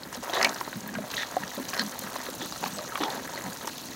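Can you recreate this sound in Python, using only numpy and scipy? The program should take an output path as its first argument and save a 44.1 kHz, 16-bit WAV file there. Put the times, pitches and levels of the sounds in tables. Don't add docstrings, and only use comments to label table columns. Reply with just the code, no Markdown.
import sys
import numpy as np
from scipy import signal
from scipy.fft import rfft, irfft
from scipy.io import wavfile
from scipy.ndimage import uniform_filter1d

SR = 44100
rng = np.random.default_rng(int(sys.argv[2]) if len(sys.argv) > 2 else 0)


def ratio_of_db(decibels):
    return 10 ** (np.asarray(decibels, float) / 20)


def unload_audio(sound):
    columns = np.transpose(np.atleast_2d(sound))
    steps = np.round(np.clip(columns, -1, 1) * 32767)
    wavfile.write(sys.argv[1], SR, steps.astype(np.int16))


N = 174195


def rms_one(x):
    return x / np.sqrt(np.mean(x ** 2) + 1e-20)


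def in_time(rows):
    time_s, *columns = np.transpose(rows)
    return [np.interp(np.arange(N) / SR, time_s, column) for column in columns]


def at_hz(points, hz):
    table = np.array(points)
    return np.interp(np.log(hz), np.log(table[:, 0]), table[:, 1])


def drift(rate_hz):
    pole = np.exp(-80 * np.pi * rate_hz / SR)
    noise = rng.standard_normal(N // 40 + 2002)
    slow = signal.lfilter([1], [1, -2 * pole, pole * pole], noise)[2000:]
    return np.interp(np.arange(N) / 40, np.arange(len(slow)), rms_one(slow))


def ring(clicks, hz, t60_s):
    pole = ratio_of_db(-60 / (t60_s * SR))
    angle = 2 * np.pi * min(hz, .45 * SR) / SR
    return signal.lfilter([.5, 0, -.5], [1, -2 * pole * np.cos(angle), pole * pole], clicks + 1e-18)


def contacts(per_s, uneven_db, clump_db, clump_rate_hz):
    sizes = ratio_of_db(uneven_db * np.minimum(rng.exponential(1, N), 4)) * rng.choice([-1, 1], N)
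    return sizes * (rng.random(N) < per_s * ratio_of_db(clump_db * drift(clump_rate_hz)) / SR)


def grains(colour, per_s, cycles, uneven_db, clump_db, clump_rate_hz, count):
    clicks = contacts(per_s, uneven_db, clump_db, clump_rate_hz)
    dealt = rng.integers(0, count, (2, N))
    pitches_hz = np.geomspace(colour[0][0], colour[-1][0], count)
    total = 0
    for k, hz in enumerate(pitches_hz):
        struck = clicks * (dealt == k).any(0)
        total = total + ratio_of_db(at_hz(colour, hz)) * np.sqrt(hz) * ring(struck, hz, cycles / hz)
    edges_hz = [pitches_hz[0] * .9, pitches_hz[-1] * .95]
    return rms_one(signal.sosfilt(signal.butter(3, edges_hz, "band", fs=SR, output="sos"), total))


def hits(rows, cycles, burst_s, spread, side_db, trim_db):
    out, t = np.zeros(N + 4096), np.arange(4096) / SR
    for start_s, peak_db, hz in rows:
        crunch, chance = rng.standard_normal(4096), rng.standard_normal(8)
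        force = crunch * t * np.exp(-t / burst_s)
        sound = 0
        for k, step in enumerate((-2, -1, 1, 2, 0)):
            near_hz = hz * np.exp(spread * step * (1 + 0.22 * chance[k]))
            tone = ring(force, near_hz, cycles / near_hz)
            tone_db = (side_db + 2 * chance[k + 3]) * abs(step) ** .5
            sound = sound + ratio_of_db(tone_db) * tone / np.abs(tone).max()
        sound = signal.sosfilt(signal.butter(2, min(1.9 * hz, 19000), fs=SR, output="sos"), sound)
        i = int(start_s * SR)
        out[i:i + 4096] += ratio_of_db(peak_db + trim_db) * sound / np.abs(sound).max()
    return out[:N]


def swell(start_s, length_s, rise_s, fall_s):
    t = np.arange(N) / SR - start_s
    return np.clip(t / rise_s, 0, 1) * np.exp(-np.maximum(t - length_s, 0) / fall_s)


def rubbing(rows, per_s, cycles, rise_s, fall_s):
    out = np.zeros(N)
    slips = contacts(per_s, uneven_db=1.0, clump_db=1.56, clump_rate_hz=47)
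    for start_s, length_s, level_db, hz in rows:
        a = max(int((start_s - .05) * SR), 0)
        b = int((start_s + length_s + .1) * SR)
        body = ring(ring(slips[a:b], hz * .97, cycles / hz), hz * 0.98, cycles / hz)
        power = uniform_filter1d(rms_one(body) ** 2, int(4 * SR / hz))
        body = body / (power + .05) ** .3
        out[a:b] += ratio_of_db(level_db) * rms_one(body) * swell(start_s, length_s, rise_s, fall_s)[a:b]
    return out


# pitch_hz, density_db_per_hz
AIR_COLOUR = [(30, -12), (50, 3.5), (120, 3.5), (300, 2.5), (900, 2), (2500, -7.5), (7000, -13.5),
              (16000, -32)]


def air():
    hz = np.maximum(np.fft.rfftfreq(N, 1 / SR), 1)
    spectrum = rfft(rng.standard_normal(N)) * ratio_of_db(at_hz(AIR_COLOUR, hz))
    return ratio_of_db(-48) * rms_one(irfft(spectrum, N))


# time_s, pitch_hz, level_db
SQUEAK_GLIDE = [
    (2.44, 8250, -63),
    (2.59, 9200, -61),
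    (2.63, 9950, -57),
    (2.64, 9200, -80),
    (2.67, 8700, -62),
    (2.72, 8080, -56),
    (2.765, 8020, -48),
    (2.81, 8000, -66),
]


def squeak():
    hz, level_db = in_time(SQUEAK_GLIDE)
    t = np.arange(N) / SR
    on = (t > SQUEAK_GLIDE[0][0]) & (t < SQUEAK_GLIDE[-1][0])
    level = ratio_of_db(level_db + 3 + 3.5 * drift(40))
    return on * level * np.sin(2 * np.pi * np.cumsum(hz + 20 * drift(80)) / SR)


# pitch_hz, level_db, t60_s
FLOOR_MODES = [(132.4, 1.5, 0.056), (190.8, 1.5, 0.11), (250, 5, 0.1), (324, 1, 0.12)]
# start_s, length_s, level_db, pitch_hz
FLOOR_RUBS = [(.17, 0.014, -39.5, 258), (.4, 0.12, -41.5, 250), (.754, 0.02, -33.5, 187),
              (.83, 0.15, -41, 221), (.965, 0.054, -37, 201), (1.4, 0.057, -42.5, 197),
              (1.572, 0.031, -33, 261), (1.79, 0.088, -37, 225), (2.03, 0.027, -43, 214),
              (2.415, 0.016, -37.5, 323), (2.61, 0.17, -44, 203), (3.002, 0.033, -31.5, 311),
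              (3.14, 0.097, -46, 264), (3.445, 0.04, -36, 198), (3.84, 0.025, -43, 250)]


def tub_floor():
    clicks = contacts(per_s=310, uneven_db=4.0, clump_db=1.5, clump_rate_hz=7.9)
    slips = signal.lfilter([1], [1, -.95], clicks)
    boom = 0
    for k, (hz, level_db, t60_s) in enumerate(FLOOR_MODES):
        boom = boom + ratio_of_db(level_db) * (-1) ** k * ring(slips, hz, t60_s)
    rubs = rubbing(FLOOR_RUBS, per_s=1000, cycles=6.26, rise_s=0.0076, fall_s=0.019)
    return ratio_of_db(-49) * rms_one(boom) + rubs


# start_s, length_s, level_db, pitch_hz
WALL_SCRAPES = [(.33, .055, -36.5, 3780), (.444, 0.01, -22, 2390), (0.55, 0.015, -44, 1540),
                (.948, .012, -36.5, 1530), (1.175, 0.051, -36.5, 1850), (1.16, 0.076, -37.5, 3700),
                (1.735, 0.08, -40, 1660), (1.785, 0.029, -34, 4300), (2.405, 0.028, -40, 3600),
                (2.77, 0.05, -40, 608), (3.03, 0.105, -40.5, 520), (3.004, 0.05, -38.5, 3488),
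                (3, 0.093, -33, 846), (3.44, 0.042, -39.5, 870)]


def scrapes():
    return rubbing(WALL_SCRAPES, per_s=680, cycles=9.2, rise_s=0.0043, fall_s=0.0099)


def dust(stir_db):
    ticks = contacts(per_s=420, uneven_db=2.8, clump_db=2.2, clump_rate_hz=30)
    puff = signal.lfilter([1], [1, -.96], np.abs(ticks)) * rng.standard_normal(N)
    both = ratio_of_db(-46.5) * rms_one(puff) + ratio_of_db(-50.5) * rng.standard_normal(N)
    bright = signal.sosfilt(signal.butter(2, 6600, "high", fs=SR, output="sos"), both)
    follow = .55
    return ratio_of_db(follow * (stir_db - stir_db.mean())) * bright


# start_s, peak_db, pitch_hz
BRIGHT_SNAPS = [
    (.128, -29, 8400),
    (.4275, -24, 8500),
    (.446, -21, 10700),
    (.876, -26, 14500),
    (1.366, -30, 9000),
    (1.9915, -16, 12400),
    (2.142, -30, 9200),
]


def snaps():
    return hits(BRIGHT_SNAPS, cycles=24, burst_s=.00025, spread=.1, side_db=-3, trim_db=0)


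# start_s, peak_db, pitch_hz
LOOSE_CLICKS = [(0.033, -27.5, 4300), (0.1271, -30, 5900), (0.1462, -25, 5600), (0.2374, -25.5, 6450),
                (0.296, -25.5, 3280), (0.3514, -19, 3500), (0.5445, -27, 5860), (0.6052, -24.5, 5470),
                (0.7555, -36, 4400), (0.8056, -29.5, 5890), (1.1673, -22, 3900), (1.312, -29, 6800),
                (1.4356, -39, 3030), (1.5664, -30, 4400), (1.6524, -28, 3920), (1.6892, -23.5, 4070),
                (1.701, -29, 6400), (1.745, -25, 4320), (1.864, -26, 5920), (1.8944, -28, 6200),
                (1.993, -30, 6300), (2.1221, -33, 5910), (2.163, -29, 3600), (2.2144, -28.5, 5630),
                (2.2533, -29, 3700), (2.3313, -30, 6650), (2.56, -34, 3430), (2.577, -28, 6170),
                (2.6394, -23.5, 3360), (2.65, -31, 4620), (2.671, -41, 3680), (2.7848, -23.5, 4300),
                (2.8774, -31, 5680), (3.0117, -25.5, 3000), (3.359, -28, 4230), (3.3767, -31, 3760),
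                (3.4398, -26.5, 6810), (3.531, -28.5, 6730), (3.5715, -28.5, 5520), (3.7813, -26, 4500)]


def clicks_of_loose_pellets():
    return hits(LOOSE_CLICKS, cycles=36, burst_s=.0006, spread=.12, side_db=-9, trim_db=0)


# start_s, peak_db, pitch_hz
PELLET_TICKS = [(0.3356, -20, 3920), (0.4133, -26, 4320), (0.4276, -15, 5120), (0.4462, -13, 4330),
                (0.4925, -23.5, 5730), (0.9397, -33, 5540), (1.1019, -28.5, 4030), (1.1397, -30, 2660),
                (1.2212, -30, 3570), (1.478, -27, 4650), (1.737, -25, 3500), (1.7767, -27.5, 4200),
                (1.794, -15.5, 4350), (2.5234, -28, 3840), (2.9552, -24.5, 2670), (3.036, -20, 3450),
                (3.1025, -25, 4160), (3.6727, -22, 5500)]


def ticks_of_pellets():
    return hits(PELLET_TICKS, cycles=36, burst_s=.0008, spread=.15, side_db=-8, trim_db=3)


# time_s, shove_db, stir_db
MUZZLE_EFFORT = [(0, -47.5, -58.5), (.2, -52, -52.5), (.5, -37.5, -43.5), (.73, -46.5, -50),
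                 (.92, -46.5, -52), (1.3, -41.5, -47.5), (1.9, -45.5, -46), (2.19, -39.5, -43.5),
                 (2.53, -49, -45), (2.87, -42.5, -45.5), (3.15, -41.5, -46), (3.53, -44, -46),
                 (3.7, -53, -44.5), (3.95, -48, -46.5)]
# start_s, length_s, shove_db, stir_db
LIP_SCOOPS = [(0.117, 0.059, -43, -45.5), (0.219, 0.12, -38.5, -46.5), (0.324, 0.15, -30.5, -41),
              (0.477, 0.035, -36, -56), (1.098, 0.14, -41, -42), (1.674, 0.034, -45, -42),
              (1.727, .11, -37.5, -46), (2.393, .07, -42.5, -45.5), (2.62, 0.061, -40, -41),
              (2.962, 0.21, -42, -46), (3.329, 0.14, -44.5, -59), (3.615, 0.082, -41.5, -49)]


def muzzle_effort():
    levels_db = []
    for column, base_db in enumerate(in_time(MUZZLE_EFFORT), start=2):
        power = ratio_of_db(base_db) ** 2
        for row in LIP_SCOOPS:
            envelope = swell(row[0], row[1], rise_s=0.013, fall_s=0.0026)
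            power = power + (ratio_of_db(row[column]) * envelope) ** 2
        levels_db.append(10 * np.log10(power))
    return levels_db


# pitch_hz, density_db_per_hz
LOOSE_COLOUR = [(2400, -12), (3000, -10), (3500, -10), (4200, -1), (4900, -14.5), (5600, -6), (6700, -1),
                (7600, -13.5)]


def rattle(stir_db):
    return ratio_of_db(stir_db) * grains(LOOSE_COLOUR, per_s=1600, cycles=34, uneven_db=3.2, clump_db=2.5,
                                 clump_rate_hz=35, count=44)


# pitch_hz, density_db_per_hz
SHOVED_COLOUR = [(380, -4), (480, 5), (660, 1.5), (1000, 5.5), (1400, 0.5), (1900, 8.5), (2400, -54.5)]


def shove(shove_db):
    return ratio_of_db(shove_db) * grains(SHOVED_COLOUR, per_s=900, cycles=15, uneven_db=3.0, clump_db=2.2,
                                  clump_rate_hz=35, count=32)


# start_s,
# peak_db, pitch_hz
TUB_KNOCKS = [(0.051, -32, 550), (0.238, -25, 950), (0.296, -20, 696), (0.43, -7, 1880), (0.445, -9, 1880),
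              (0.611, -16, 990), (0.677, -17.5, 815), (0.729, -20, 1470), (0.938, -29, 1540),
              (0.985, -18.5, 627), (1.039, -26.5, 604), (1.138, -19, 1600), (1.231, -12.5, 1810),
              (1.367, -8, 750), (1.435, -19, 1820), (1.58, -24.5, 570), (1.793, -17.5, 1810),
              (2.16, -17.5, 1060), (2.265, -22.5, 1720), (2.523, -21, 1150), (2.638, -12, 837),
              (2.66, -16, 1110), (2.955, -14.5, 1150), (2.975, -19.5, 1040), (3.014, -26, 970),
              (3.034, -12.5, 876), (3.676, -17.5, 880),
              (0.127, -25, 990), (0.279, -22.5, 940), (0.331, -25, 580), (0.366, -17, 1120),
            (0.376, -17, 664), (0.394, -19, 683), (0.413, -13, 1940), (0.451, -22.5, 570),
            (0.484, -22, 1030), (0.838, -34, 966), (0.89, -24.5, 1740), (0.952, -18, 1550),
            (1.178, -20, 1850), (1.337, -37, 746), (1.466, -33, 650), (1.733, -19, 1110),
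            (1.749, -26, 1610), (1.766, -30, 1550), (1.815, -20, 1630), (1.955, -27.5, 855),
            (2.038, -25, 1550), (2.066, -29, 1320), (2.132, -31, 770), (2.286, -23, 500),
            (2.559, -25, 1330), (2.631, -20.5, 664), (2.776, -30, 584), (2.789, -22.5, 1190),
            (2.921, -21.5, 1280), (3.13, -26, 807), (3.177, -22.5, 924), (3.295, -28, 1020),
            (3.337, -25, 934), (3.376, -21.5, 1950), (3.61, -25.5, 1000), (3.646, -25, 883)]


def knocks():
    return hits(TUB_KNOCKS, cycles=25.0, burst_s=0.00063, spread=0.284, side_db=-12.5, trim_db=-3.5)


def scene():
    shove_db, stir_db = muzzle_effort()
    near = shove(shove_db) + rattle(stir_db) + dust(stir_db) + scrapes()
    near = near + knocks() + ticks_of_pellets() + clicks_of_loose_pellets() + snaps()
    walls = 0
    for delay_s, level_db in ((.0017, -48), (.0031, -17.5), (.0054, -16.5)):
        walls = walls + ratio_of_db(level_db) * np.roll(near, int(delay_s * SR))
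    return (near + walls + tub_floor() + squeak() + air())[None]


def band_limit(x):
    return signal.sosfilt(signal.butter(12, 16850, fs=SR, output="sos"), x)


def record(dry):
    x = signal.sosfilt(signal.butter(2, 45, "high", fs=SR, output="sos"), dry)
    x = signal.sosfilt(signal.cheby2(20, 28, 15950, fs=SR, output="sos"), x)
    return band_limit(x)


dry = scene()
out = record(dry)
unload_audio(out)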